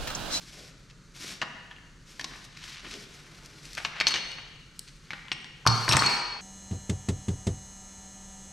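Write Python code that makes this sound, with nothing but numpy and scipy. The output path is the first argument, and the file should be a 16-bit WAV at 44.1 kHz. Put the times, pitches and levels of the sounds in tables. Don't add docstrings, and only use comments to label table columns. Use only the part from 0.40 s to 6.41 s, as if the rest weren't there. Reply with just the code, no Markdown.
import sys
import numpy as np
from scipy import signal
from scipy.fft import rfft, irfft
from scipy.io import wavfile

SR = 44100
rng = np.random.default_rng(int(sys.argv[2]) if len(sys.argv) > 2 else 0)


def transcribe(signal):
    frames = np.atleast_2d(signal).T
    limited = np.clip(frames, -1, 1)
    pcm = np.round(limited * 32767).astype(np.int16)
    wavfile.write(sys.argv[1], SR, pcm)


N = 265041
TIME = np.arange(N) / SR
HIT_GAIN = np.sqrt(SR / 200)
TYPICAL_HZ, TYPICAL_DB = 2180, -36.5
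OFF_DB = -np.inf

# pitch in Hz, level in dB, free-ringing t60 in seconds.
WRENCH_MODES = [(818, 0, .6), (910, -1, .4), (968, -4, .3), (1000, -8, .15), (1038, -4, .15),
                (1103, -2, .35), (1165, -9, .3), (1254, -2, .45), (1365, -3, .4), (1570, -2, .45),
                (1745, -6, .4), (1880, -5, .4), (2222, -4, .5), (2275, 0, .6), (2369, -6, .4),
                (2575, -3, .6), (2736, -3, .7), (2780, -5, .45), (2890, -4, .6), (2929, -4, .6),
                (3300, -6, .45), (3420, -8, .5), (3575, -10, .6), (3858, -5, .45), (4250, -19, .25),
                (4335, -3, .3), (4347, -5, .3), (4393, -13, .25), (4690, -9, .4), (4715, -11, .45),
                (5080, -10, .25), (5290, -11, .25), (5495, -1, .45), (5610, -3, .2), (6176, 4, .6),
                (6220, 0, .4), (8289, -2, .2), (10690, -12, .12), (10900, -15, .08), (13250, -21, .15),
                (13610, -25, .3)]


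def jaw_bites():
    # start in seconds, level in dB, knock pitch in Hz, first rebound in dB against the bite,
    # ring in dB, ring centre in Hz.
    bites = [(1.017, -30, 2730, -5, -18, 2950), (1.0229, -30.5, 840, -3.5, -23, 850),
             (1.7951, -37.5, 4000, -7, 0, 1026), (1.811, -35, 3680, -29, -18, 940),
             (1.8432, -29.5, 4560, -34, -11.5, 1070), (3.372, -36.5, 1870, 5, 0, 1636),
             (3.4488, -22.5, 2230, -12.5, -21, 2140), (3.601, -23, 3340, -5, -4, 4460),
             (3.611, -25, 2020, -16, -11, 1420), (3.669, -18.5, 3320, -11, -4, 4335),
             (3.678, -26.5, 4600, -5, -5.5, 6300), (3.6835, -27, 5500, -20, 4, 13900),
             (3.7072, -31.5, 2600, -4, 8.5, 4500), (3.74, -23.5, 2350, -4.5, -8, 3860),
             (3.758, -26, 2450, -17, -4, 2900), (3.7708, -33.5, 2270, -0.5, -1.5, 2840),
             (3.984, -39, 1470, -14, -18, 840), (4.7055, -38.5, 2230, -3, -7.5, 854),
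             (4.733, -33.5, 1800, -13.5, -8, 1880), (4.9167, -24.5, 2130, -25, -13, 5530),
             (4.926, -37, 2650, -36, -9.5, 8300)]
    rebound_s, rebound_loss_db, chatter_t60 = 0.0065, 2, 0.034
    contacts = []
    for start, db, hz, rebound_db, ring_db, ring_hz in bites:
        times = start + rebound_s * np.cumsum([0, *rng.uniform(0.85, 1.15, 2)])
        levels = db + np.array([0, rebound_db, rebound_db - rebound_loss_db])
        for at, level in zip(times, levels):
            contacts.append((at, level, hz, *contact_tone(db, hz), chatter_t60, ring_db, ring_hz, OFF_DB))
    return contacts


def tooth_ticks():
    # start in seconds, level in dB, pitch in Hz.
    ticks = [(2.173, -43, 2760), (2.359, -44, 2370), (3.06, -47, 4800), (3.254, -44.5, 4400),
             (3.3317, -42.5, 4500), (3.351, -39, 4670), (3.917, -39, 3550), (4.3928, -34, 7300),
             (4.883, -42, 1640), (5.044, -41, 2100)]
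    body_db, chatter_t60 = -49, 0.009
    return [(start, db, hz, body_db, contact_tone(db, hz)[1], chatter_t60, OFF_DB, hz, OFF_DB)
            for start, db, hz in ticks]


def contact_tone(db, hz):
    octaves, harder_db = np.log2(hz / TYPICAL_HZ), db - TYPICAL_DB
    body_db = -13 - 0.5 * octaves - 0.25 * harder_db
    treble_db = -24.5 + 13.3 * octaves - 0.64 * harder_db
    return body_db, treble_db


def wrench_landings():
    # start in seconds, level in dB, chatter t60 in seconds, ring in dB.
    landings = [ (5.2536, -43, 0.028, 9.5), (5.2657, -13.5, .007, -26), (5.4799, -22.5, 0.035, 3),
                (5.512, -24, 0.093, -4), (5.5338, -22, 0.01, -3.5), (5.5379, -22, 0.0078, -16),
                (5.5492, -22, 0.0056, -18), (5.5696, -17.5, 0.012, -32), (5.6222, -19.5, 0.0043, -15),
                (5.637, -33.5, 0.026, -11)]
    knock_hz, body_db, treble_db, ring_hz = 1106, -6.5, -27, 990
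    return [(start, db, knock_hz, body_db, treble_db, t60, ring_db, ring_hz, OFF_DB)
            for start, db, t60, ring_db in landings]


def jaw_slaps():
    # start in seconds, level in dB, knock pitch in Hz, chatter t60 in seconds, ring in dB,
    # ring centre in Hz, shimmer of the top modes in dB.
    slaps = [(5.2649, -26, 4800, 0.018, -22, 4330, -40), (5.273, -16.5, 4320, 0.026, 2, 4400, -40),
             (5.275, -32, 5000, 0.011, 2.5, 5900, -25), (5.4901, -20.5, 4200, 0.055, 3, 5370, -4),
             (5.512, -22.5, 2720, 0.046, -8, 2570, -16), (5.523, -20.5, 3800, 0.013, -9, 5200, -22),
             (5.5263, -21.5, 3300, 0.032, -25, 2820, -16), (5.5315, -22, 4170, 0.026, -17, 5400, -15),
             (5.558, -38, 5740, 0.019, 10, 6200, -8), (5.5684, -19, 7630, 0.0024, -16, 6200, -34),
             (5.578, -43, 3900, 0.0054, 1, 6200, -4), (5.5922, -35, 3650, 0.0074, 19, 4470, 4),
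             (5.6353, -31, 1740, 0.024, 10, 2435, -18), (5.6628, -28.5, 7300, .003, 15.5, 4500, -34)]
    body_db, treble_db = -12.5, -13.5
    return [(start, db, hz, body_db, treble_db, t60, ring_db, ring_hz, shimmer_db)
            for start, db, hz, t60, ring_db, ring_hz, shimmer_db in slaps]


def steel_knocks(contacts, width, chatter, steel_db):
    out, t = np.zeros(N), TIME[:4096]
    for start, db, hz, body_db, treble_db, t60, *_ in contacts:
        force = chatter * unit(rng.standard_normal(len(t)) * decay(t, t60))
        force[0] += 1
        clack = band(force, hz / (1 + width), hz * (1 + width), order=1)
        clack = band(clack, max(750, hz / 2.8), max(min(6400, hz * 2.6), hz * 1.15), order=3)
        crack = band(band(force, 6500, 12000, order=3), 2000, 7500, order=1)
        steel = pinched_steel(t, t60 * 0.11)
        clack, crack = (unit(unit(x) + from_db(steel_db) * unit(signal.fftconvolve(x, steel)[:len(t)]))
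                        for x in (clack, crack))
        body = unit(band(force, 64, 1290))
        knock = unit(clack + from_db(body_db) * body + from_db(treble_db) * crack)
        add(out, start, from_db(db) * HIT_GAIN * knock)
    return out


def pinched_steel(t, t60):
    hz, db, _ = np.transpose(WRENCH_MODES)
    gains = from_db(db + rng.normal(0, 1.0, len(hz)))
    return gains @ np.cos(2 * np.pi * hz[:, None] * t) * decay(t, t60)


def steel_ring(contacts, tail_db, t60_scale, ping_db, ping_t60, reach_octaves, spill_db, spill_tilt_db,
               rattle):
    hz, mode_db, free_t60 = np.transpose(WRENCH_MODES)
    out, feed = np.zeros(N), np.zeros((len(hz), N))
    spill = from_db(spill_db + spill_tilt_db * np.log2(hz / TYPICAL_HZ))
    top_modes = hz > 8000
    for start, db, *_, ring_db, ring_hz, shimmer_db in contacts:
        near = spill + nearness(hz, ring_hz, reach_octaves)
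        share = near * from_db(ring_db) + top_modes * from_db(shimmer_db)
        feed[:, int(start * SR)] += (from_db(db + mode_db) * HIT_GAIN * share) ** 2
    jangle_below_hz, jangles_per_s = 1760, 50
    for mode_hz, t60, energy in zip(hz, free_t60 * t60_scale, feed):
        ping = from_db(ping_db) ** 2 * radiated(energy, ping_t60)
        tail = from_db(tail_db) ** 2 * radiated(energy, t60)
        jangle = rattle / np.sqrt(1 + (mode_hz / jangle_below_hz) ** 6)
        phase = 2 * np.pi * mode_hz * TIME
        tone = (1 + jangle * drift(jangles_per_s)) * np.sin(phase)
        tone += jangle * drift(jangles_per_s) * np.cos(phase)
        out += np.sqrt(ping + tail) * tone
    return out


def radiated(energy, t60):
    loss = 1 - from_db(-120 / (t60 * SR))
    return signal.lfilter([loss], [1, loss - 1], energy + 1e-18)


def hollow_fittings(t60, tail_db, tail_t60, reach_octaves):
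    # start in seconds, level in dB, centre pitch in Hz.
    slips = [(1.0159, -29.5, 2900), (1.0177, -28, 1620), (1.0219, -26.5, 1680), (1.0307, -51, 1100),
             (1.312, -43, 1770), (1.313, -44, 3280), (1.364, -47, 2880), (1.385, -48.5, 1870),
             (1.7965, -32.5, 1900), (3.611, -20.5, 2230), (4.706, -34.5, 2100), (4.733, -37.5, 1960),
             (4.9176, -28.5, 2640)]
    # pitch in Hz, level in dB.
    modes = [(919, -3), (1113, -4), (1337, -3), (1572, 1), (1756, 1), (1800, 1), (1890, -1), (2090, -3),
             (2202, -1), (2290, 0), (2410, -5), (2616, -3), (2730, -4), (2821, -3), (2925, -4), (3140, -4),
             (3320, -4)]
    out, t = np.zeros(N), TIME[:SR // 2]
    hz, mode_db = np.transpose(modes)
    fade = decay(t, t60) + from_db(tail_db) * decay(t, tail_t60)
    for start, db, centre_hz in slips:
        gains = nearness(hz, centre_hz, reach_octaves) * from_db(mode_db + rng.normal(0, 3.5, len(hz)))
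        tone = gains @ np.sin(2 * np.pi * hz[:, None] * t)
        add(out, start, from_db(db) * HIT_GAIN * unit(tone * fade))
    return out


def floorboards(attack_s):
    # start in seconds, level in dB.
    thumps = [(5.263, -30), (5.281, -23), (5.493, -25.5), (5.55, -22), (5.572, -28)]
    # pitch in Hz, level in dB, t60 in seconds.
    modes = [(116.53, 2, 0.65), (132.4, -8.5, 0.39), (146, -10.5, 0.21), (193, -38, 0.3),
             (297.7, -12, 0.19)]
    out, t = np.zeros(N), TIME[:SR]
    boom = sum(from_db(db) * decay(t, t60) * np.sin(2 * np.pi * hz * t) for hz, db, t60 in modes)
    boom *= 1 - np.exp(-t / attack_s)
    for start, db in thumps:
        add(out, start, from_db(db) * boom)
    return out


def steel_scrapes(bunching_db):
    # midpoint in seconds, length in seconds, level in dB, centre pitch in Hz.
    strokes = [(.505, 0.018, -52.5, 2900), (1.317, 0.023, -50.5, 1940), (1.93, 0.063, -50.5, 1730),
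               (2.295, 0.24, -47.5, 2800), (2.455, 0.027, -44.5, 2030), (2.53, 0.043, -42, 3130),
               (2.95, 0.34, -59, 1500), (3.4, 0.043, -43, 1600), (3.58, 0.064, -41, 1810),
               (4.485, 0.02, -48, 3430), (4.8, 0.2, -55, 2190)]
    slips = grains(per_s=6800, spread_db=2.0) * from_db(bunching_db * drift(170))
    return friction(strokes, slips, width=1.0)


def floor_scuffs():
    # midpoint in seconds, length in seconds, level in dB, centre pitch in Hz.
    strokes = [(.2, 0.13, -58, 460), (0.846, 0.0082, -45, 318), (1.031, 0.027, -46, 235),
               (1.853, 0.12, -54, 286), (2.46, 0.04, -50.5, 290), (2.555, 0.047, -49, 323),
               (3.2, 0.82, -64, 342), (3.727, 0.097, -53, 282)]
    return friction(strokes, grains(per_s=2400, spread_db=-4.0), width=0.25)


def friction(strokes, slips, width):
    out = np.zeros(N)
    for middle, length, db, hz in strokes:
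        rub = band(slips, hz / (1 + width), hz * (1 + width), order=1)
        rub = unit_rms(band(rub, hz / 3, hz * 2))
        swell = np.exp(-2 * ((TIME - middle) / length) ** 2)
        out += from_db(db) * rub * swell
    return out


def work_clothes(gain_db, flutter_db):
    # start in seconds, length in seconds, level in dB.
    arm_moves = [(-.05, 0.35, -54), (0.737, 0.2, -45.5), (1.648, 0.4, -55.5), (2.164, 0.17, -52.5),
                 (2.409, 0.22, -53.5), (2.667, 0.53, -59), (3.189, 0.285, -53), (3.72, 0.23, -61),
                 (4.261, 0.61, -67.5), (5.306, 0.45, -44.5)]
    # frequency in Hz, relative density in dB.
    spectrum = [(290, -2), (500, -10.5), (811, -9.5), (1090, -6), (1170, -5.5), (2170, 0), (2880, -0.5),
                (3140, 0), (5460, 1), (12100, -16), (15000, -24)]
    attack_s, release_s, resting_db = 0.025, 0.023, -70
    fibres = coloured(grains(per_s=14000, spread_db=1.5), spectrum)
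    power = from_db(resting_db) ** 2
    for start, length, db in arm_moves:
        attack = 1 - np.exp(-np.maximum(TIME - start, 0) / attack_s)
        release = np.exp(-np.maximum(TIME - start - length, 0) / release_s)
        power += (from_db(db) * attack * release) ** 2
    return fibres * np.sqrt(power) * from_db(gain_db + flutter_db * drift(60))


def room_tone(level_db, side_db):
    # frequency in Hz, relative density in dB.
    spectrum = [(12, -9), (20, -13), (38, 6.5), (70, -12), (155, 2), (199, -9), (603, -22), (656, -34.5),
                (1420, -17.5), (3180, -35.5), (4430, -22.5), (5240, -35), (6180, -24.5), (12000, -47.5),
                (15000, -58)]
    mid, side = (coloured(rng.standard_normal(N), spectrum) for _ in range(2))
    return from_db(level_db) * stereo(mid, side, side_db)


def room_response(build_s):
    # frequency in Hz, t60 in seconds, level in dB, side against mid in dB.
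    reverb = [(100, 0.22, 4, -31), (297, 0.95, -1, -7), (590, 1.33, -0.5, -10.5), (1100, 0.93, -1.5, -8.5),
              (1750, 1.27, -2.5, -8), (2690, 1.33, -4.5, 1), (4900, 0.94, -5.5, -21.5),
              (8060, 0.71, -9.5, -4.5), (13900, 0.26, -14, 8)]
    t, out = TIME[:SR], 0
    edges = 60 * 2 ** np.arange(0, 8.5, 2 / 3)
    white = rng.standard_normal((2, 2, SR))
    for k, (low, high) in enumerate(zip(edges, edges[1:])):
        t60, db, side_db = (at_hz(reverb, np.sqrt(low * high), column) for column in (1, 2, 3))
        fade = unit(decay(t, t60) * (1 - np.exp(-t / build_s)))
        mid, side = band(white[k % 2], low, high) * fade * from_db(db)
        out += stereo(mid, side, side_db)
    return out


def placed(x, room, pan_db, wet_db):
    echoes = signal.fftconvolve(x[None], room, axes=1)[:, :N]
    return (x + from_db(wet_db) * echoes) * from_db(np.array([[pan_db], [-pan_db]]) / 2)


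def stereo(mid, side, side_db):
    return mid + from_db(side_db) * side * np.array([[1], [-1]])


def grains(per_s, spread_db):
    sizes = rng.standard_normal(N) * from_db(spread_db * np.minimum(rng.exponential(1, N), 4))
    return unit_rms(sizes * (rng.random(N) < per_s / SR))


def drift(per_s):
    return np.interp(TIME * per_s, np.arange(2000), rng.standard_normal(2000))


def coloured(x, spectrum):
    gains = from_db(at_hz(spectrum, np.fft.rfftfreq(N, 1 / SR)))
    return unit_rms(irfft(rfft(x) * gains, N))


def band(x, low_hz, high_hz, order=2):
    sos = signal.butter(order, [low_hz, min(high_hz, 0.45 * SR)], "band", fs=SR, output="sos")
    return signal.sosfilt(sos, x)


def at_hz(points, hz, column=1):
    points = np.array(points)
    return np.interp(np.log(hz + 1e-3), np.log(points[:, 0]), points[:, column])


def nearness(hz, centre_hz, reach_octaves):
    return np.exp(-(np.log2(hz / centre_hz) / reach_octaves) ** 2)


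def add(track, start, sound):
    at = int(np.clip(start * SR, 0, N - 1))
    track[at:at + len(sound)] += sound[:N - at]


def decay(t, t60):
    return from_db(-60 * t / t60)


def from_db(db):
    return 10 ** (np.asarray(db) / 20)


def unit(x):
    return x / np.sqrt(np.sum(x ** 2) + 1e-20)


def unit_rms(x):
    return unit(x) * np.sqrt(len(x))


def scene():
    room = room_response(build_s=0.0012)
    gripping, falling = jaw_bites() + tooth_ticks(), wrench_landings() + jaw_slaps()
    jaw = steel_knocks(gripping, width=0.52, chatter=3.0, steel_db=-6)
    jaw_ring = steel_ring(gripping, tail_db=-14, t60_scale=0.2, ping_db=4, ping_t60=0.038,
                          reach_octaves=0.055, spill_db=-25, spill_tilt_db=1, rattle=0.69)
    drop = steel_knocks(falling, width=0.17, chatter=2.37, steel_db=-9)
    drop_ring = steel_ring(falling, tail_db=-8.5, t60_scale=1.0, ping_db=-5, ping_t60=0.042,
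                           reach_octaves=0.12, spill_db=-22, spill_tilt_db=-2.5, rattle=0.88)
    handling = steel_scrapes(bunching_db=3.5) + floor_scuffs() + work_clothes(gain_db=2, flutter_db=2.5)
    fittings = hollow_fittings(t60=0.046, tail_db=-33, tail_t60=0.25, reach_octaves=0.18)
    return (placed(jaw, room, pan_db=2.1, wet_db=-3)
            + placed(jaw_ring, room, pan_db=2, wet_db=1)
            + placed(drop, room, pan_db=3, wet_db=0)
            + placed(drop_ring, room, pan_db=1, wet_db=9.5)
            + placed(fittings, room, pan_db=1, wet_db=-2)
            + placed(floorboards(attack_s=0.0017), room, pan_db=-6, wet_db=-6)
            + placed(handling, room, pan_db=1.6, wet_db=-1.5)
            + room_tone(level_db=-53.5, side_db=-16.5))


def record(dry):
    soften_hz, cutoff_hz = 13200, 15700
    softened = signal.sosfilt(signal.butter(10, soften_hz, fs=SR, output="sos"), dry)
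    return signal.sosfilt(signal.ellip(10, 0.1, 80, cutoff_hz, fs=SR, output="sos"), softened)


dry = scene()
out = record(dry)
transcribe(out)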